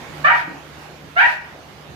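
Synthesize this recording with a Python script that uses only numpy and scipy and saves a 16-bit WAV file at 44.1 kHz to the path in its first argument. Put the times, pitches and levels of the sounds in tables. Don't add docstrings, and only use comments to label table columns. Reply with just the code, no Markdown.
import sys
import numpy as np
from scipy import signal
from scipy.fft import rfft, irfft
from scipy.io import wavfile
from scipy.ndimage import uniform_filter1d, minimum_filter1d

SR = 44100
rng = np.random.default_rng(int(sys.argv[2]) if len(sys.argv) > 2 else 0)


def gain_from_db(level_db):
    decades = np.asarray(level_db, float) / 20
    return 10 ** decades


def pcm_store(signal):
    levels = np.round(np.clip(np.atleast_2d(signal), -1, 1) * 32767)
    wavfile.write(sys.argv[1], SR, levels.astype(np.int16).T)


N = 85995


def evened(x):
    return x / np.sqrt(np.mean(x ** 2) + 1e-20)


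def read(points, hz):
    f, value = np.transpose(points)
    return np.interp(np.log(hz + 1), np.log(f + 1), value)


def add(mix, s, sound):
    part = mix[round(s * SR):][:len(sound)]
    part += sound[:len(part)]


def hump(s, length):
    t = np.arange(N) / SR
    return np.sin(np.pi * np.clip((t - s) / length, 0, 1))


def resonate(x, hz, width):
    turn = np.exp(2j * np.pi * np.cumsum(hz * np.ones(len(x))) / SR)
    r = np.exp(-np.pi * width / SR)
    smooth = signal.lfilter([1 - r], [1, -r], x / turn + 1e-18)
    return 2 * (turn * smooth).real


def folds(pitch):
    when, pitch_hz, rough = np.transpose(pitch)
    t = np.arange(N) / SR
    wobble = evened(uniform_filter1d(rng.standard_normal(N), size=120))
    hz = np.interp(t, when, pitch_hz) * (1 + .008 * wobble)
    turns = np.cumsum(hz) / SR
    clean = sum(np.cos(2 * np.pi * k * turns) for k in range(1, 11))
    ragged = np.exp(-(turns % 1) / 0.19) * rng.standard_normal(N)
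    rough = np.interp(t, when, rough)
    return (1 - rough) * evened(clean) + 2 * rough * evened(ragged)


def yelp(rows, pitch, breath):
    # (pitch [Hz], width [Hz], level [dB])
    throat_rings = [(762, 622, -9), (1638, 778, 2.5), (2527, 1630, 3), (3270, 230, -22), (6130, 690, -48)]
    shut, muffle_db, breath_db, soft_s = 0.81, -4.5, -32.5, .004
    s, effort_db, mouth, chest_db = np.transpose(rows)
    t = np.arange(N) / SR
    drive = folds(pitch)
    opening = np.clip(np.interp(t, s, mouth), 0, 1)
    shift = shut + (1 - shut) * opening
    throat = 0
    for k, (hz, width, ring_db) in enumerate(throat_rings):
        if k == 0:
            ring_db = ring_db + np.interp(t, s, chest_db)
        if k > 1:
            ring_db = ring_db + muffle_db * (4 - opening)
        once = resonate(drive, hz * shift, width)
        twice = resonate(once, hz * shift, width)
        throat = throat + (-1) ** k * gain_from_db(ring_db) * twice
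    sounding = (t > s[0]) * (t < s[-1])
    loudness = gain_from_db(np.interp(t, s, effort_db)) * sounding
    loudness = uniform_filter1d(loudness, size=round(soft_s * SR))
    return loudness * (2 * throat + gain_from_db(breath_db) * breath)


def yelps(breath):
    # (time [s], effort [dB], mouth opening [0-1], chest tone [dB])
    first_rows = [
        (.238, -50, 0.57, -24),
        (.247, -13, .0, -5.5),
        (.261, -12, 0.17, -7.5),
        (.271, -19, 0.41, -3.5),
        (.283, -14, 1, 1.5),
        (.297, -20, 0.06, -11.5),
        (.316, -15.5, 0.03, 8),
        (.33, -31.5, 0.8, 11),
        (.35, -38, 0, 10.5),
    ]
    second_rows = [
        (1.155, -46, 0.34, -4),
        (1.166, -21.5, 0.1, 3),
        (1.178, -14, 0.48, -3.5),
        (1.197, -12.5, 1, -1.5),
        (1.212, -16.5, 1, -5),
        (1.222, -9.5, 0.3, 2),
        (1.238, -22.5, 1, 6.5),
        (1.25, -33, 0.65, 14),
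        (1.278, -41.5, .2, 15.5),
    ]
    # (time [s], pitch [Hz], roughness [0-1])
    first_glide = [(.24, 562, .3), (.249, 586, .26), (.26, 606, .24), (.272, 695, .16), (.284, 775, .1),
                   (.297, 910, .08), (.304, 946, .07), (.322, 944, .08), (.35, 610, .15)]
    second_glide = [(1.157, 660, .22), (1.178, 722, .2), (1.197, 800, .14), (1.212, 905, .1),
                    (1.221, 958, .08), (1.24, 952, .08), (1.25, 790, .12), (1.262, 620, .12),
                    (1.278, 600, .12)]
    return yelp(first_rows, first_glide, breath) + yelp(second_rows, second_glide, breath)


def air():
    # (pitch [Hz], level [dB])
    air_colour = [(1500, 3), (3500, 12), (6000, 1.5), (8000, -9), (12000, -6.5), (15000, -15)]
    spectrum = rfft(rng.standard_normal(N))
    return evened(irfft(spectrum * gain_from_db(read(air_colour, np.fft.rfftfreq(N, 1 / SR))), N))


def nose_puffs(breath):
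    # (time [s], length [s], level [dB])
    snorts = [
        (0.306, 0.12, -44.5),
        (1.203, 0.16, -42),
    ]
    return breath * sum(gain_from_db(db) * hump(s, length) for s, length, db in snorts)


def knocks():
    # (time [s], level [dB], ring pitch [Hz])
    paw_hits = [
        (.474, -27, 313.6),
        (0.537, -37.5, 279),
    ]
    t60_s, attack_s = 0.082, 0.0086
    out, t = np.zeros(N), np.arange(5000) / SR
    for s, db, hz in paw_hits:
        ring = 0
        for ratio, strength in [(1, 1), (0.571, 0.54), (1.45, 0.15), (1.77, 0.41)]:
            ring = ring + strength * np.sin(2 * np.pi * hz * ratio * t)
        fade = gain_from_db(db - 60 * t / t60_s) * np.minimum(t / attack_s, 1)
        add(out, s, fade * ring)
    return out


def shuffle():
    # (time [s], length [s], level [dB])
    s, length, db = (.75, .12, -56)
    rub = signal.lfilter([1], [1, -.8], rng.standard_normal(N))
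    rub = rub - uniform_filter1d(rub, size=60)
    return gain_from_db(db) * evened(rub) * hump(s, length)


def hiss():
    # (pitch [Hz], level [dB])
    hiss_colour = [(44, -44), (62, -6), (190, -4), (800, -4.5), (2500, -12.5), (6800, -24.5), (8200, -30.5),
                   (13500, -31)]
    # (pitch [Hz], likeness [0-1])
    likeness = [(50, .82), (130, .97), (290, .78), (640, .6), (1400, .08), (15000, 0)]
    # (pitch [Hz], left over right [dB])
    balance = [(60, -6), (150, -8), (380, 2), (950, -2), (2380, -8.5), (5970, -6.0), (15000, 0)]
    hiss_db, patch_db = -42, 1.9
    frames, hz = N // 512 + 5, np.fft.rfftfreq(2048, 1 / SR)
    a, b, c, d, patches = rng.standard_normal((frames, 1025, 5)).T
    patches = uniform_filter1d(patches, size=20, axis=0)
    patches = evened(uniform_filter1d(patches, size=6, axis=1))
    same = np.clip(read(likeness, hz), -1, 1)[:, None]
    left = a + 1j * b
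    right = same * left + np.sqrt(1 - same ** 2) * (c + 1j * d)
    sides = np.array([.5, -.5])[:, None, None]
    colour_db = read(hiss_colour, hz)[:, None] + patch_db * patches
    colour_db = colour_db + sides * read(balance, hz)[:, None]
    z = np.array([left, right]) * gain_from_db(colour_db)
    out = signal.istft(z, nperseg=2048, noverlap=1536)[1][:, :N]
    return gain_from_db(hiss_db) * evened(out)


def hum():
    # (pitch [Hz], width [Hz], level [dB], left over right [dB], share of the swing [0-1])
    hum_lines = [(74, 5.3, -51, -3.5, 0.6), (150.1, 10, -44, -0.5, 0.94), (283, 2.5, -53, -1.5, 0.9),
                 (358.3, 2.3, -61.5, -18, 0), (577, 9.2, -65.5, -9, 0)]
    # (time [s], level [dB])
    swing = [
        (0, -18.5),
        (.22, 2.5),
        (.3, 3),
        (.62, -5),
        (.75, -1.5),
        (1.15, -2.5),
        (1.25, -9),
        (1.68, -3.5),
        (1.75, -4),
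        (1.95, 1),
    ]
    steady = 0.88
    t = np.arange(N) / SR
    swing_db = np.interp(t, *np.transpose(swing))
    out = np.zeros((2, N))
    for hz, width, db, lean_db, share in hum_lines:
        waver = evened(resonate(rng.standard_normal(N + SR), hz, width)[SR:])
        line = waver * (1 - steady) + steady * np.sin(2 * np.pi * hz * t)
        sides_db = np.array([[.5], [-.5]]) * lean_db
        out = out + gain_from_db(db + sides_db + share * swing_db) * line
    return out


def room(x):
    # (delay [s], left gain, right gain)
    early_echoes = [(.0011, .4, -.4), (.002, -.3, .35), (.003, .3, -.3), (.0046, .3, .3), (.0065, -.35, .3),
                    (.011, .3, .35), (.016, .3, -.35), (.022, -0.21, 1), (.029, 0.23, 0.56),
                    (.037, 0.71, -.3)]
    # (pitch [Hz], time to fall 60 dB [s])
    decay_times = [(300, 0.4), (900, 0.4), (1600, 0.39), (2500, 0.46), (4000, 0.16), (9000, 0.19)]
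    tail_db, tail_start_s, lead_s = 1.93, 0.011, 0.00028
    direct = (0.00027, gain_from_db(-3), gain_from_db(4.2))
    taps = np.zeros((2, SR))
    at = np.arange(0, SR - 20, 20) + rng.integers(0, 20, (2, (SR - 1) // 20))
    np.put_along_axis(taps, at, rng.choice([-1., 1.], at.shape), 1)
    hz, t, z = signal.stft(taps, SR, nperseg=256)
    fade = gain_from_db(-60 * t / read(decay_times, hz)[:, None])
    tail = signal.istft(z * fade, SR, nperseg=256)[1][:, :SR]
    tail = tail * np.clip(np.arange(SR) / SR / tail_start_s - 1, 0, 1)
    tail = gain_from_db(tail_db) * tail / np.linalg.norm(tail[0])
    n = np.arange(4096)
    for s, left, right in [direct] + early_echoes:
        tail[0, :4096] += left * np.sinc(n - 8 - (s + lead_s) * SR)
        tail[1, :4096] += right * np.sinc(n - 8 - s * SR)
    return signal.fftconvolve(x[None], tail, axes=1)[:, :N]


def scene():
    breath = air()
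    paw = knocks()
    puppy = yelps(breath) + nose_puffs(breath)
    echoing = room(puppy + gain_from_db(-8) * paw + shuffle())
    return echoing + hiss() + hum() + paw


def band_limit(x):
    return signal.sosfilt(signal.butter(12, 15400, fs=SR, output="sos"), x)


def record(dry):
    # (time [s], level [dB])
    auto_gain = [
        (0, 5.5),
        (0.248, 7),
        (.29, -1),
        (.43, 0.7),
        (.55, 2.1),
        (1.189, 0.77),
        (1.228, -2),
        (1.36, -2),
        (1.48, 0.5),
        (1.95, 1.2),
    ]
    ceiling, limit_s, edge_hz = .96, .006, 15180
    s, db = np.transpose(auto_gain)
    x = dry * gain_from_db(np.interp(np.arange(N) / SR, s, db))
    span = round(limit_s * SR)
    room_left = np.minimum(ceiling / (abs(x) + 1e-9), 1)
    duck = minimum_filter1d(room_left, size=2 * span + 1, axis=1)
    duck = uniform_filter1d(duck, size=span, axis=1)
    x = x * uniform_filter1d(duck, size=span, axis=1)
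    treble_cut = signal.firwin(1023, edge_hz, window=("kaiser", 10), fs=SR)
    x = signal.oaconvolve(x, treble_cut[None], "same")
    return band_limit(x)


dry = scene()
out = record(dry)
pcm_store(out)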